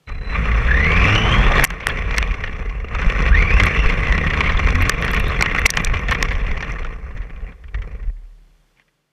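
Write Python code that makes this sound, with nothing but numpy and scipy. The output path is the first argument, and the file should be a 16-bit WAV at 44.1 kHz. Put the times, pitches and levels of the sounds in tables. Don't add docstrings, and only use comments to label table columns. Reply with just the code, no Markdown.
import sys
import numpy as np
from scipy import signal
from scipy.fft import rfft, irfft
from scipy.io import wavfile
from scipy.ndimage import uniform_filter1d

SR = 44100
rng = np.random.default_rng(int(sys.argv[2]) if len(sys.argv) > 2 else 0)


def unload_audio(sound):
    columns = np.transpose(np.atleast_2d(sound))
    steps = np.round(np.clip(columns, -1, 1) * 32767)
    wavfile.write(sys.argv[1], SR, steps.astype(np.int16))


def invert_db(level):
    return 10 ** (np.asarray(level, dtype=float) / 20)


N = 402177

# pitch in Hz, level in dB.
PARK_COLOUR = [(120, -4.5), (156, -6.5), (199, -13.5), (350, -11.5), (700, -15.5), (2690, -19.5),
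               (5920, -26), (15000, -35.5)]
PARK_DB, FAR_HUM_HZ, FAR_HUM_DB = -64.5, 152, -68.5

# time in seconds, shaking in dB.
PACE = [(.062, -80), (.078, -31), (.26, -31), (.35, -23), (.84, -19), (1.05, -14), (1.64, -16),
        (1.9, -24.5), (2.63, -34.5), (2.9, -36.5), (2.99, -27.5), (3.4, -20.5), (4.2, -23.5), (5.6, -22),
        (6.76, -35), (6.96, -42), (7.53, -45.5), (7.55, -53.5)]
# start in seconds, time held
# low in seconds, how # much quieter the mount gets in dB, how much quieter the rattle gets in dB.
DIPS = [
    (1.647, .21, 14, 9.5),
    (4.9, 0.06, 2.5, 3),
    (5.667, 0.2, 6.5, 1.5),
]
DIP_RETURN_S = 0.023
CONCRETE_ENDS_S, CONCRETE_ROUGHNESS, SLAB_SWAY_DB = 1.5, 0.4, -1
CREEP_FROM_S, CREEP_ROUGHNESS = 6.65, 1.8
STILL_FROM_S = 7.545
NUDGE_S, NUDGE_DB, NUDGE_SWAY_DB, NUDGE_FADE_DB_PER_S = 7.735, -46.5, 10.5, 20
HALT_S, AT_REST_DB, DYING_DB_PER_S = 8.11, -63, 29
QUIETER_FROM_S, QUIETER_DB_PER_S = 8.68, 18

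# pitch in Hz, width in Hz, level in dB.
MOUNT_MODES = [(24.6, 12, -0.5), (44, 12, 3), (67, 42, -11.5)]
CHASSIS_MODES = [(113.9, 49, 1.5), (163.5, 41.4, 1.5), (270, 48, -11.5), (438.7, 85, -4.5),
                 (523, 89, -10.5), (732, 80, -14), (625, 330, -17.5)]
HOUSING_MODES = [(1104, 110, 4.5), (1200, 180, 0.5), (1463, 240, -1.5), (1700, 170, -1), (1866, 99, 5.5),
                 (2040, 120, 4.5), (2220, 190, 0.5), (2397, 150, 4), (2675, 180, -0.5), (3400, 330, -12)]
SHELL_MODES = [(4188, 100, 10), (5330, 440, 5), (5975, 130, 10), (6960, 600, -5), (8200, 440, -8),
               (10310, 730, -13), (12500, 1000, -22.5), (13200, 600, -32.5)]
SEAL_HZ, BRIGHTER_PER_DB = 2850, 1
# pitch in Hz, width in Hz, share added (minus cancels).
AIR_PATH = [(2540, 140, -0.26), (3400, 290, 0.17), (3880, 220, -.6), (4160, 170, 0.25)]

# time in seconds, level in dB, stutter depth in dB.
CHOPPER = [
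    (.065, -48, 7),
    (.2, -49, 23),
    (.24, -43.5, 11),
    (.355, -44, -6),
]
CHOPPER_HZ, STUTTER_HZ, STUTTER_PEAK_S = 4016, 31.4, 0.25

# start in seconds, peak in dB, ring pitch in Hz, contact length in ms.
GRASS_KNOCKS = [(0.0923, -29, 1220, 15), (0.186, -57, 1220, 15), (0.8452, -12, 2000, 5.2),
                (0.918, -12, 2260, 6.2), (0.9635, -12.5, 2450, 15), (1.0357, -20, 2390, 2.9),
                (1.5805, -5, 2080, 3.2), (1.5962, -0.5, 1740, 2.3), (1.6365, -3, 1730, 2),
                (1.7035, -13.5, 1880, 4.8), (1.869, 1.5, 1760, 1.7), (1.89, -19, 1820, 18),
                (2.172, -12, 1830, 7.1), (2.1817, -1.5, 1870, 5.4), (2.2266, -7, 2220, 1.9),
                (2.438, -14, 1820, 8), (2.462, -28, 1830, 20), (2.9489, -15.5, 1200, 6.8),
                (3.016, -15.5, 1570, 20), (3.0975, -13, 2320, 4.5), (3.1335, -32, 2300, 4.5),
                (3.4239, -11, 2340, 4), (3.5985, -3, 2040, 9.1), (3.6348, -7, 1790, 7),
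                (3.6665, -8.5, 2300, 5.3), (3.8591, -10, 2200, 8.2), (3.897, -10.5, 2200, 7.9),
                (4.1236, -7, 1848, 4.2), (4.1786, -9.5, 2200, 6.9), (4.2275, -35, 1962, 4.5)]
GRAVEL_KNOCKS = [(4.3016, -12.5, 2070, 9.8), (4.335, -11, 1800, 11.5), (4.405, -5, 2280, 8.9),
                 (4.571, -16, 1934, 2.7), (4.5917, -13, 2040, 10), (4.6716, -9, 2100, 2.5),
                 (4.7545, -8, 1882, 3), (4.812, -11.5, 1890, 5), (4.8951, 3.5, 1815, 5),
                 (5.0239, -9.5, 1810, 2.2), (5.0477, -12.5, 1860, 4.2), (5.079, -12.5, 1760, 11),
                 (5.4088, -5, 1450, 2.5), (5.4242, 0.5, 2170, 2.3), (5.4594, -7.5, 1830, 5.1),
                 (5.548, -18.5, 2140, 4.4), (5.5795, -11, 2100, 15), (5.6548, -4.5, 2200, 3.7),
                 (5.6583, 9, 2000, 5.4), (5.702, -7.5, 1840, 2.4), (5.7377, -9, 1700, 1.9),
                 (5.772, -1.5, 2020, 2.4), (5.798, -16, 1860, 2.4), (5.939, -15.5, 2300, 15),
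                 (6.084, -13.5, 1900, 11), (6.11, -9.5, 1870, 16.6), (6.1219, -6, 1740, 5),
                 (6.1474, -11.5, 2020, 8), (6.227, -1, 1790, 1.35), (6.307, -17.5, 1920, 13)]
MORE_KNOCKS = [(1.64, 3.5, 1750, 2.4), (1.647, 7, 2100, 2.9), (0.073, -35, 2300, 10),
               (3.2805, -23.5, 3300, 5.4), (3.539, -22, 2500, 5), (3.7788, -24, 2800, 5.6),
               (4.0515, -22, 2200, 5), (4.0948, -18, 2100, 5), (6.312, -18, 1920, 17),
               (6.3981, -26, 2230, 6.7), (6.435, -29, 1060, 6), (6.7563, -34, 1130, 6.2),
               (6.7848, -24.5, 2200, 5.5), (6.8306, -29, 2250, 3.7), (6.9275, -35, 1500, 7),
               (7.111, -37.5, 1870, 16), (7.2162, -33, 1890, 19), (7.2968, -36, 1930, 13),
               (7.36, -39, 2290, 6.6), (7.4043, -42, 1810, 8), (7.487, -47, 2320, 12), (7.5208, -38, 1884, 8),
               (8.7967, -43.5, 2097, 1.6), (7.8222, -36, 2000, 2)]
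# start in seconds, peak in dB, ring pitch in Hz, contact in ms.
CHIRPS = [(0.515, -16, 1990, 5), (1.096, -15, 2700, 9.5), (1.155, -9, 2850, 7), (1.895, -14, 1710, 10),
          (2.9335, -27, 1220, 6.4), (3.2618, -19, 1950, 7), (3.3571, -22, 1990, 8.6),
          (3.505, -13, 1920, 12), (3.567, -13, 1600, 5.6), (3.727, -19, 1800, 7), (3.792, -23, 3300, 6),
          (3.84, -17, 1180, 16), (3.931, -19.5, 2011, 7.5), (4.2705, -13.5, 2380, 7.9),
          (4.386, -23, 2120, 4), (4.436, -14.5, 2100, 15), (4.4586, -12.5, 2130, 24),
          (4.477, -13, 2250, 6.5), (4.491, -10.5, 1830, 18), (4.494, -22, 3500, 7.9),
          (4.545, -16.5, 1175, 11), (4.573, -17, 3400, 5.5), (4.82, -11.5, 2080, 18),
          (4.919, -9.5, 2022, 5.2), (5.133, -14.5, 1830, 8.6), (5.146, -13, 2240, 6.6),
          (5.172, -12, 1860, 10), (5.5107, -15, 2130, 8.3), (5.6913, -4, 1850, 8.4),
          (6.2066, -19, 2420, 4.2), (2.474, -21, 1850, 10), (1.897, -21, 3350, 8), (3.6, -10, 2100, 9),
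          (7.945, -42, 2300, 25), (1.825, -26, 2420, 29)]
# start in seconds, peak in dB, ring pitch in Hz.
SETTLING = [(6.6252, -16, 1810), (6.8468, -22.5, 1400), (7.174, -33, 1840), (7.638, -37, 1830),
            (7.6806, -42, 2220), (7.7432, -23.5, 1900), (7.7848, -37, 2010), (7.819, -29, 1990),
            (7.911, -46, 2200), (8.0, -54, 2100), (8.029, -41, 1900), (8.0704, -44.5, 1800),
            (8.762, -60, 2500), (8.772, -52.5, 2290), (8.783, -53, 1900), (8.796, -49.5, 2300),
            (8.807, -56, 2880), (8.818, -54, 1820), (8.8792, -55, 2030)]
SETTLING_MS, SETTLING_SHELL_DB = 11.6, -9
SHELL_LOSS_DB, SHELL_SHARE, DULL_SNAP_DB = -20.5, 0.7, -26.5

# start in seconds, peak in dB, snap against ring in dB.
STONES = [(1.1513, -18.5, -27), (1.6411, 6.5, 2.5), (1.6478, 4, 1), (1.673, -25, -14), (1.87, -13, 10.5),
          (1.8866, -25, -4), (2.165, -26.5, -14), (2.1814, -7, -11), (3.2231, -27, -27), (3.6352, -17, -6),
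          (4.7053, -23, -29), (4.8944, 0.5, -10), (5.1333, -21.5, -27), (5.145, -28, -14),
          (5.41, -10.5, -39), (5.4236, -8.5, -10), (5.662, 12.5, -10), (5.7031, 4.5, -9),
          (5.7702, -11, -25), (5.8467, -6.5, -7.5), (6.1113, -22, -7), (6.2262, -6.5, -17),
          (6.7202, -30, -21), (5.659, -5, -15), (7.8215, -43, -14), (8.7965, -58, -20), (8.8792, -66, -18),
          (1.7035, -26, -8), (5.776, -19, -6)]
# start in seconds, peak in dB.
PEBBLES = [(1.8025, -28), (1.9714, -25.5), (2.1083, -22.5), (2.1407, -24.5), (2.34, -27.5), (4.373, -22),
           (4.5186, -22), (4.6448, -25), (4.8522, -22), (5.164, -17), (5.3138, -33), (5.3638, -30),
           (5.8696, -19), (5.9685, -24.5), (6.253, -27), (6.2846, -24), (6.3292, -30), (6.352, -26),
           (6.3794, -43), (6.4654, -28.5), (6.5121, -25.5), (6.5555, -40), (6.5735, -28), (6.6054, -26),
           (6.6444, -32), (6.6767, -35), (6.7903, -40), (6.8169, -53), (6.866, -38), (6.9207, -54),
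           (1.987, -31), (2.315, -28), (2.404, -35), (2.527, -34), (2.564, -35), (2.655, -39), (2.695, -33),
          (2.8, -36), (2.884, -34), (2.985, -29)]
PEBBLE_KNOCK_DB, PEBBLE_HZ, PEBBLE_MS = 7, 2200, 5.8
PEBBLE_TICK_DB, PEBBLE_TICK_MS = -5, 11
# start in seconds, peak in dB, pitch in Hz.
FLICKS = [(3.6586, -20, 11100), (4.7513, -33, 11510), (4.8216, -22.5, 11500), (5.0162, -28, 11000),
          (5.0496, -28, 9600), (5.1145, -22, 12400), (5.1333, -40, 11000), (5.1454, -26, 11200),
          (5.1973, -25, 12000), (5.2816, -25.5, 12200), (5.5944, -28, 11000), (5.55, -39, 11500),
          (5.757, -34, 11000), (5.8174, -37, 12000), (6.0139, -46, 11500), (6.135, -30, 12500),
          (6.3272, -44, 9500), (1.6637, -38, 12500), (5.6545, -36, 10000), (5.6767, -46, 11960),
          (5.697, -35, 13060)]

# start in seconds, peak in dB, swing in Hz.
JOLTS = [(0.114, -22, 26.9), (0.386, -14, 51.1), (1.307, -57, 37.6), (1.401, -16.5, 35), (1.563, -11.5, 57),
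         (2.094, -24.5, 40.5), (2.442, -15.5, 36.4), (2.541, -12, 42.2), (3.064, -23, 26.9),
         (3.066, 3.5, 37.4), (3.541, -3, 48.3), (3.858, 4, 27.4), (4.118, -8, 30), (4.451, -6.5, 56.4),
         (4.638, -8, 27.24), (4.744, -1.5, 35.3), (4.83, -3.5, 42), (5.493, -16, 38.64), (5.938, -11, 34.5),
         (6.097, -7, 67.3), (6.22, -34, 40.6), (6.468, -8, 51), (7.149, -10.5, 40), (7.729, -28, 37.7),
         (1.592, -6, 70), (1.92, -12, 62), (7.2, -14, 55.4)]
# start in seconds, peak in dB, swing in Hz, time to fall 60 dB in seconds.
LAST_SWING = (8.078, -11, 37, 1.0)

# time in seconds, shaft turns per second, shaft hum in dB, gear whine in dB.
SPIN_UP = [
    (.285, 15, -45, -38),
    (.325, 32, -36, -33),
    (.352, 42.5, -28, -32),
    (.375, 45, -25, -34),
    (.4, 54, -19, -46),
]
LAUNCH = [(.64, 57.5, -19, -46), (.675, 61, -20, -44), (.69, 62, -20, -21), (.75, 65.5, -21, -21),
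          (.82, 73, -20, -20.5), (.94, 85.5, -22, -22), (1.08, 98.5, -22, -24), (1.2, 108.5, -22, -27),
          (1.35, 116, -23, -30), (1.42, 121, -25, -38), (1.56, 130, -30, -35), (1.645, 134, -36, -40)]
RESTART = [
    (2.92, 47, -43, -40),
    (2.95, 43, -40, -35),
    (3.03, 51, -36.5, -39.5),
    (3.075, 80, -45, -36),
]
SECOND_PULL = [
    (3.26, 44, -48, -38),
    (3.315, 54, -14, -31),
    (3.335, 62.35, -18, -19),
    (3.41, 84.5, -29, -22),
    (3.45, 81, -24, -25),
    (3.5, 86.5, -26, -24),
    (3.56, 99, -39, -23),
    (3.595, 97.5, -30, -31),
    (3.63, 96.1, -15, -53.5),
]
CRUISE = [
    (3.68, 76.3, -30, -26),
    (3.75, 96.75, -38, -35),
    (3.8, 102, -51, -32.5),
    (3.87, 96.4, -42, -33),
    (3.95, 79.5, -38.5, -42),
    (4.149, 70.83, -17, -25),
    (4.25, 75.74, -21, -72),
    (4.551, 77.2, -25.5, -36),
    (4.75, 84.3, -23.5, -40),
    (4.881, 89.3, -20.5, -44),
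]
WHEELSPIN = [
    (5.19, 134, -50, -44),
    (5.24, 131, -60, -42),
    (5.3, 136, -45.5, -38.5),
    (5.4, 116, -45, -47),
]
# multiple of the shaft turns, level at full speed in dB.
SHAFT_ORDERS = [(1, 0), (2, -9), (3, -11), (4, -15)]
# multiple of the tooth rate, level in dB.
MESH_ORDERS = [(.5, -9), (1.5, -16), (2, -7), (3, -23)]
TEETH = 27.2
WHINE_FROM_HZ = 1100
COGGING_BELOW_TURNS, COGGING_DB = 56, 11
GEARBOX_HZ, GEARBOX_WIDTH_HZ, GEARBOX_DB = 730, 390, -31.5


def rms_one(x):
    return x / np.sqrt(np.mean(x ** 2) + 1e-20)


def in_time(rows):
    s, *columns = np.transpose(rows)
    return [np.interp(np.arange(N) / SR, s, c) for c in columns]


def while_on(rows, fade_s):
    t = np.arange(N) / SR
    return np.clip(np.minimum(t - rows[0][0], rows[-1][0] - t) / fade_s, 0, 1)


def drift(rate):
    r = np.exp(-40 * np.pi * rate / SR)
    slow = signal.lfilter([1], [1, -2 * r, r * r], rng.standard_normal(N // 20 + 4002))[4000:]
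    return np.interp(np.arange(N) / 20, np.arange(len(slow)), rms_one(slow))


def resonance(x, hz, width_hz):
    r = np.exp(-np.pi * width_hz / SR)
    feedback = [1, -2 * r * np.cos(2 * np.pi * hz / SR), r * r]
    return signal.lfilter([(1 - r * r) / 2, 0, (r * r - 1) / 2], feedback, x)


def add(out, s, db, sound):
    at = round(s * SR)
    out[at:at + len(sound)] += sound / np.max(np.abs(sound)) * invert_db(db)


def contact(noise, ms):
    span = np.arange(len(noise)) * 1000 / SR / max(ms, .3)
    return noise * np.abs(noise) * np.minimum(span / 0.04, 1) * np.exp(-span ** 2.1)


def park():
    hz = np.maximum(np.arange(N // 2 + 1) * SR / N, 1)
    colour_hz, colour_db = np.transpose(PARK_COLOUR)
    colour = invert_db(np.interp(np.log(hz), np.log(colour_hz), colour_db)) * (hz > 120)
    air = rms_one(irfft(rfft(rng.standard_normal(N)) * colour, N))
    far_hum = rms_one(resonance(rng.standard_normal(N), FAR_HUM_HZ, 12))
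    return invert_db(PARK_DB) * air + invert_db(FAR_HUM_DB) * far_hum


def stutter():
    return np.sin(np.pi * STUTTER_HZ * (np.arange(N) / SR - STUTTER_PEAK_S)) ** 2


def aftershake(events, dies_s, gain_db):
    push, fall = np.zeros(N), np.exp(-1 / (dies_s * SR))
    for s, db, *_ in events:
        push[round(s * SR)] += invert_db(np.clip(db, -30, -8) + gain_db)
    stirred = signal.lfilter([1], [1, -fall], push)
    return 20 * np.log10(1 + uniform_filter1d(stirred, size=400))


def ride(knocked):
    t = np.arange(N) / SR
    nudged_db = NUDGE_DB - NUDGE_FADE_DB_PER_S * (t - NUDGE_S)
    halted_db = AT_REST_DB - DYING_DB_PER_S * (t - HALT_S)
    pace_db = np.where(t < NUDGE_S, in_time(PACE)[0], np.where(t < HALT_S, nudged_db, halted_db))
    mount_db = -19 + 0.57 * (pace_db + 24.5) + 1.1 * np.minimum(pace_db + 60.0, 0)
    mount_db += NUDGE_SWAY_DB * (t > NUDGE_S) * (t < HALT_S)
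    mount_db += SLAB_SWAY_DB * (t > SPIN_UP[-1][0]) * (t < CONCRETE_ENDS_S)
    pace_db = pace_db - 2.0 + aftershake(JOLTS, dies_s=0.023, gain_db=-3.5)
    pace_db += aftershake(knocked, dies_s=0.027, gain_db=-0.5)
    pace_db -= .5 * in_time(CHOPPER)[1] * stutter()
    for s, held_s, mount_quieter_db, quieter_db in DIPS:
        dipped = (t > s) * np.clip(1 - (t - s - held_s) / DIP_RETURN_S, 0, 1)
        mount_db = mount_db - mount_quieter_db * dipped
        pace_db = pace_db - quieter_db * dipped
    shell_db = -48.0 + 1.1 * (pace_db + 25)
    return [uniform_filter1d(db, size=300) for db in (mount_db, pace_db, shell_db)]


def rough_ground(bumps_per_s, spread_db, decay_s, rise_s):
    bumps = (rng.random(N) < bumps_per_s / SR) * invert_db(spread_db * rng.standard_normal(N))
    fall, rise = np.exp(-1 / (decay_s * SR)), np.exp(-1 / (rise_s * SR))
    falling = signal.lfilter([1], [1, -fall], bumps)
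    return signal.lfilter([1 - rise], [1, -rise], falling)


def ground_force():
    t = np.arange(N)
    lumps = rough_ground(bumps_per_s=40, spread_db=5.5, decay_s=0.0092, rise_s=0.00074)
    pebbles = rough_ground(bumps_per_s=60, spread_db=5, decay_s=.002, rise_s=.0003)
    later = np.where(t < CREEP_FROM_S * SR, 1, CREEP_ROUGHNESS)
    surface = np.where(t < CONCRETE_ENDS_S * SR, CONCRETE_ROUGHNESS, later)
    surface[round(STILL_FROM_S * SR):round(NUDGE_S * SR)] = 0
    return 1 + surface * (lumps + 3.1 * pebbles)


def shaken(modes, shake, own_db, own_rate, grains_per_s, spread_db):
    out, flicker = 0, invert_db(own_db * drift(own_rate))
    struck = rng.random(N) < grains_per_s / SR
    size = invert_db(spread_db * np.minimum(rng.exponential(1, N), 4))
    impacts = struck * size * rng.standard_normal(N) + 1e-9
    for (hz, width_hz, db), shift in zip(modes, rng.integers(N, size=30)):
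        rung = resonance(np.roll(impacts, shift), hz, 1.1 * width_hz)
        rung = resonance(rung, hz, 3 * width_hz)
        out = out + rms_one(rung) * np.sqrt(width_hz) * invert_db(db) * np.roll(flicker, shift)
    return rms_one(out * shake)


def shudder(mount_db):
    heavy = signal.butter(3, 95, fs=SR, output="sos")
    sway = shaken(MOUNT_MODES, 1, own_db=4.5, own_rate=4.1, grains_per_s=300, spread_db=-0.5)
    return invert_db(mount_db + 0.5) * signal.sosfilt(heavy, sway)


def drone(chassis_db, ground):
    modes = shaken(CHASSIS_MODES, ground ** 0.58, own_db=0.5, own_rate=1.0, grains_per_s=1500, spread_db=2.0)
    return invert_db(chassis_db) * modes


def rattle(housing_db, ground):
    modes = shaken(HOUSING_MODES, ground ** 0.64, own_db=2.5, own_rate=30, grains_per_s=4000, spread_db=-0.5)
    full = invert_db(housing_db - 2.0) * modes
    dull = signal.sosfiltfilt(signal.butter(3, SEAL_HZ, fs=SR, output="sos"), full)
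    return dull + (full - dull) * invert_db(BRIGHTER_PER_DB * np.minimum(housing_db + 30.5, 0))


def grit(shell_db, ground):
    modes = shaken(SHELL_MODES, ground ** 0.93, own_db=1.5, own_rate=35, grains_per_s=3800, spread_db=2.5)
    return invert_db(shell_db - 3.5) * modes


def chopper():
    level_db, depth_db = in_time(CHOPPER)
    phase = 2 * np.pi * CHOPPER_HZ * np.arange(N) / SR
    tone = np.sin(phase) + invert_db(-30) * np.sin(2 * phase)
    return np.sqrt(2) * while_on(CHOPPER, .004) * invert_db(level_db - depth_db * stutter()) * tone


def knocks(events, width_share, broad_db, thud_db, lift_db):
    out = np.zeros(N + 2048)
    housing = signal.butter(3, [775, 3090], "band", fs=SR, output="sos")
    chassis = signal.butter(3, [151, 970], "band", fs=SR, output="sos")
    for (s, db, hz, ms), noise in zip(events, rng.standard_normal((len(events), 2048))):
        touch = signal.sosfilt(housing, contact(noise, ms))
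        thud = signal.sosfilt(chassis, contact(noise, ms))
        sound = rms_one(resonance(touch, hz, width_share * hz))
        sound = sound + invert_db(broad_db) * rms_one(touch) + invert_db(thud_db) * rms_one(thud)
        tail = 0
        for (mode_hz, width_hz, mode_db), n in zip(HOUSING_MODES, noise):
            tail = tail + invert_db(mode_db + 7.9 * n) * resonance(touch, mode_hz, 0.77 * width_hz)
        add(out, s, db + lift_db, sound + invert_db(-10.5) * rms_one(tail))
    return out[:N]


def cracks(events, lift_db, short_ms, ms_per_db):
    out = np.zeros(N + 1024)
    shell = signal.butter(3, [3500, 6360], "band", fs=SR, output="sos")
    snap = signal.butter(3, [7200, 13000], "band", fs=SR, output="sos")
    for (s, db, snap_db), noise in zip(events, rng.standard_normal((len(events), 1024))):
        touch = contact(noise, short_ms + ms_per_db * max(db + 15.5, 0))
        ring = signal.sosfilt(shell, touch)
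        ring = rms_one(ring + 1.5 * resonance(ring, 5760, 380))
        sharp = rms_one(signal.sosfilt(snap, touch + 1.5 * resonance(touch, 8200, 900)))
        add(out, s, db + lift_db, ring + invert_db(snap_db + 2.0) * sharp)
    return out[:N]


def jolts(t60_s, rise_s, lift_db):
    out, t = np.zeros(N + SR), np.arange(SR) / SR
    first = 1 + 2.1 * np.exp(-t / 0.011)
    for s, db, hz, t60 in [(*row, t60_s) for row in JOLTS] + [LAST_SWING]:
        envelope = first * invert_db(-60 * t / t60) * (1 - np.exp(-t / rise_s))
        add(out, s, db + lift_db, -envelope * np.sin(2 * np.pi * hz * t))
    return out[:N]


def drivetrain(rows, backlash):
    turns, hum_db, whine_db = in_time(rows)
    angle = 2 * np.pi * np.cumsum(turns * (1 + .004 * drift(12))) / SR
    hum = 0
    for k, db in SHAFT_ORDERS:
        growth = (turns / 125) ** (.7 * (k - 1))
        hum = hum + invert_db(db + 2.5 * drift(9)) * growth * np.sin(k * angle)

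    looseness = backlash * (1 + 6 * np.clip(turns / 114 - 1, 0, 1))
    teeth = TEETH * angle + looseness * (drift(110) + 1.2 * drift(20) + .3 * np.sin(angle))
    throb = invert_db(whine_db) * (1 + .6 * np.sin(angle / 2) + .3 * np.sin(angle))
    throb = throb * invert_db(2 * drift(90) + 3 * (turns / 120) ** 3 * drift(25))
    whine = np.minimum(TEETH * turns / WHINE_FROM_HZ, 1) ** 3 * throb * np.sin(teeth)

    cogging_db = COGGING_DB * np.clip((COGGING_BELOW_TURNS - turns) / 8, 0, 1)
    partials = 0
    for k, db in MESH_ORDERS:
        partials = partials + invert_db(db + cogging_db * k / 2) * np.sin(k * teeth + .6 * drift(120))
    partials = throb * partials
    low = resonance(resonance(resonance(partials, 2100, 1300), 2100, 1300), 2100, 1300)
    middle = resonance(resonance(partials, 3300, 500), 3300, 500)
    high = resonance(resonance(partials, 5800, 800), 5800, 800)
    heard = low + invert_db(-9) * high + invert_db(-12) * middle
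    return np.sqrt(2) * while_on(rows, 0.0098) * (invert_db(hum_db) * hum + whine + heard)


def gearbox(rows):
    rumble = resonance(rng.standard_normal(N), GEARBOX_HZ, GEARBOX_WIDTH_HZ)
    rumble = rms_one(resonance(rumble, GEARBOX_HZ, 2 * GEARBOX_WIDTH_HZ))
    level = invert_db(GEARBOX_DB + 3.82 * drift(25)) * (in_time(rows)[0] / 125) ** 2
    return while_on(rows, 0.013) * level * rumble


def flicks(ms, width_share):
    out = np.zeros(N + 512)
    bright = signal.butter(3, 7800, "high", fs=SR, output="sos")
    for (s, db, hz), noise in zip(FLICKS, rng.standard_normal((len(FLICKS), 512))):
        touch = signal.sosfilt(bright, contact(noise, ms))
        add(out, s, db, resonance(touch, hz, width_share * hz))
    return out[:N]


def blows():
    knocked = GRASS_KNOCKS + GRAVEL_KNOCKS + [(*row, SETTLING_MS) for row in SETTLING]
    echoed = []
    for s, db, *_ in knocked:
        settled_db = SETTLING_SHELL_DB * (s > SETTLING[2][0])
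        echoed.append((s, SHELL_LOSS_DB + SHELL_SHARE * db + settled_db, DULL_SNAP_DB))
    small = PEBBLES
    ticked = [(s, db + PEBBLE_TICK_DB, DULL_SNAP_DB) for s, db in small]
    knocked = knocked + [(s, db + PEBBLE_KNOCK_DB, PEBBLE_HZ, PEBBLE_MS) for s, db in small] + MORE_KNOCKS
    out = knocks(knocked, width_share=0.14, broad_db=-5.5, thud_db=-9.5, lift_db=2.0)
    out += cracks(STONES + echoed, lift_db=1.5, short_ms=0.99, ms_per_db=0.12)
    out += knocks(CHIRPS, width_share=0.06, broad_db=-9.5, thud_db=-13, lift_db=1.5)
    out += cracks(ticked, lift_db=-7.5, short_ms=PEBBLE_TICK_MS, ms_per_db=4)
    return out + flicks(ms=1.9, width_share=0.49)


def scene():
    mount_db, housing_db, shell_db = ride(GRASS_KNOCKS + GRAVEL_KNOCKS)
    chassis_db = 0.2 * mount_db + 0.7 * housing_db - 7
    ground = ground_force()
    shaking = shudder(mount_db) + drone(chassis_db, ground)
    shaking = shaking + rattle(housing_db, ground) + grit(shell_db, ground)
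    swings = jolts(t60_s=0.2, rise_s=0.0013, lift_db=-5.5)
    drive = chopper() + gearbox(LAUNCH)
    for rows in (SPIN_UP + LAUNCH, RESTART, SECOND_PULL + CRUISE):
        drive = drive + drivetrain(rows, backlash=.8)
    drive = drive + drivetrain(WHEELSPIN, backlash=.9)
    park_fade = invert_db(-QUIETER_DB_PER_S * np.maximum(np.arange(N) / SR - QUIETER_FROM_S, 0))
    return (park() * park_fade + shaking + blows() + swings + drive)[None]


def low_pass(x):
    return signal.sosfilt(signal.butter(12, 16480, fs=SR, output="sos"), x)


def record(dry):
    dry = dry + sum(share * resonance(dry, hz, width_hz) for hz, width_hz, share in AIR_PATH)
    ceiling_db = -1.5
    release_db = 154.0 * np.arange(N) / SR
    over_db = np.maximum(20 * np.log10(np.abs(dry[0]) + 1e-9) - ceiling_db, 0)
    duck_db = np.maximum(np.maximum.accumulate(over_db + release_db) - release_db, 0)
    duck_db = signal.lfilter([.02], [1, -.98], duck_db)
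    rounded = .9 * np.tanh(dry * invert_db(-duck_db) / .9)
    top_cut = signal.cheby2(12, 80, 16550, fs=SR, output="sos")
    return low_pass(signal.sosfilt(top_cut, rounded))


dry = scene()
out = record(dry)
unload_audio(out)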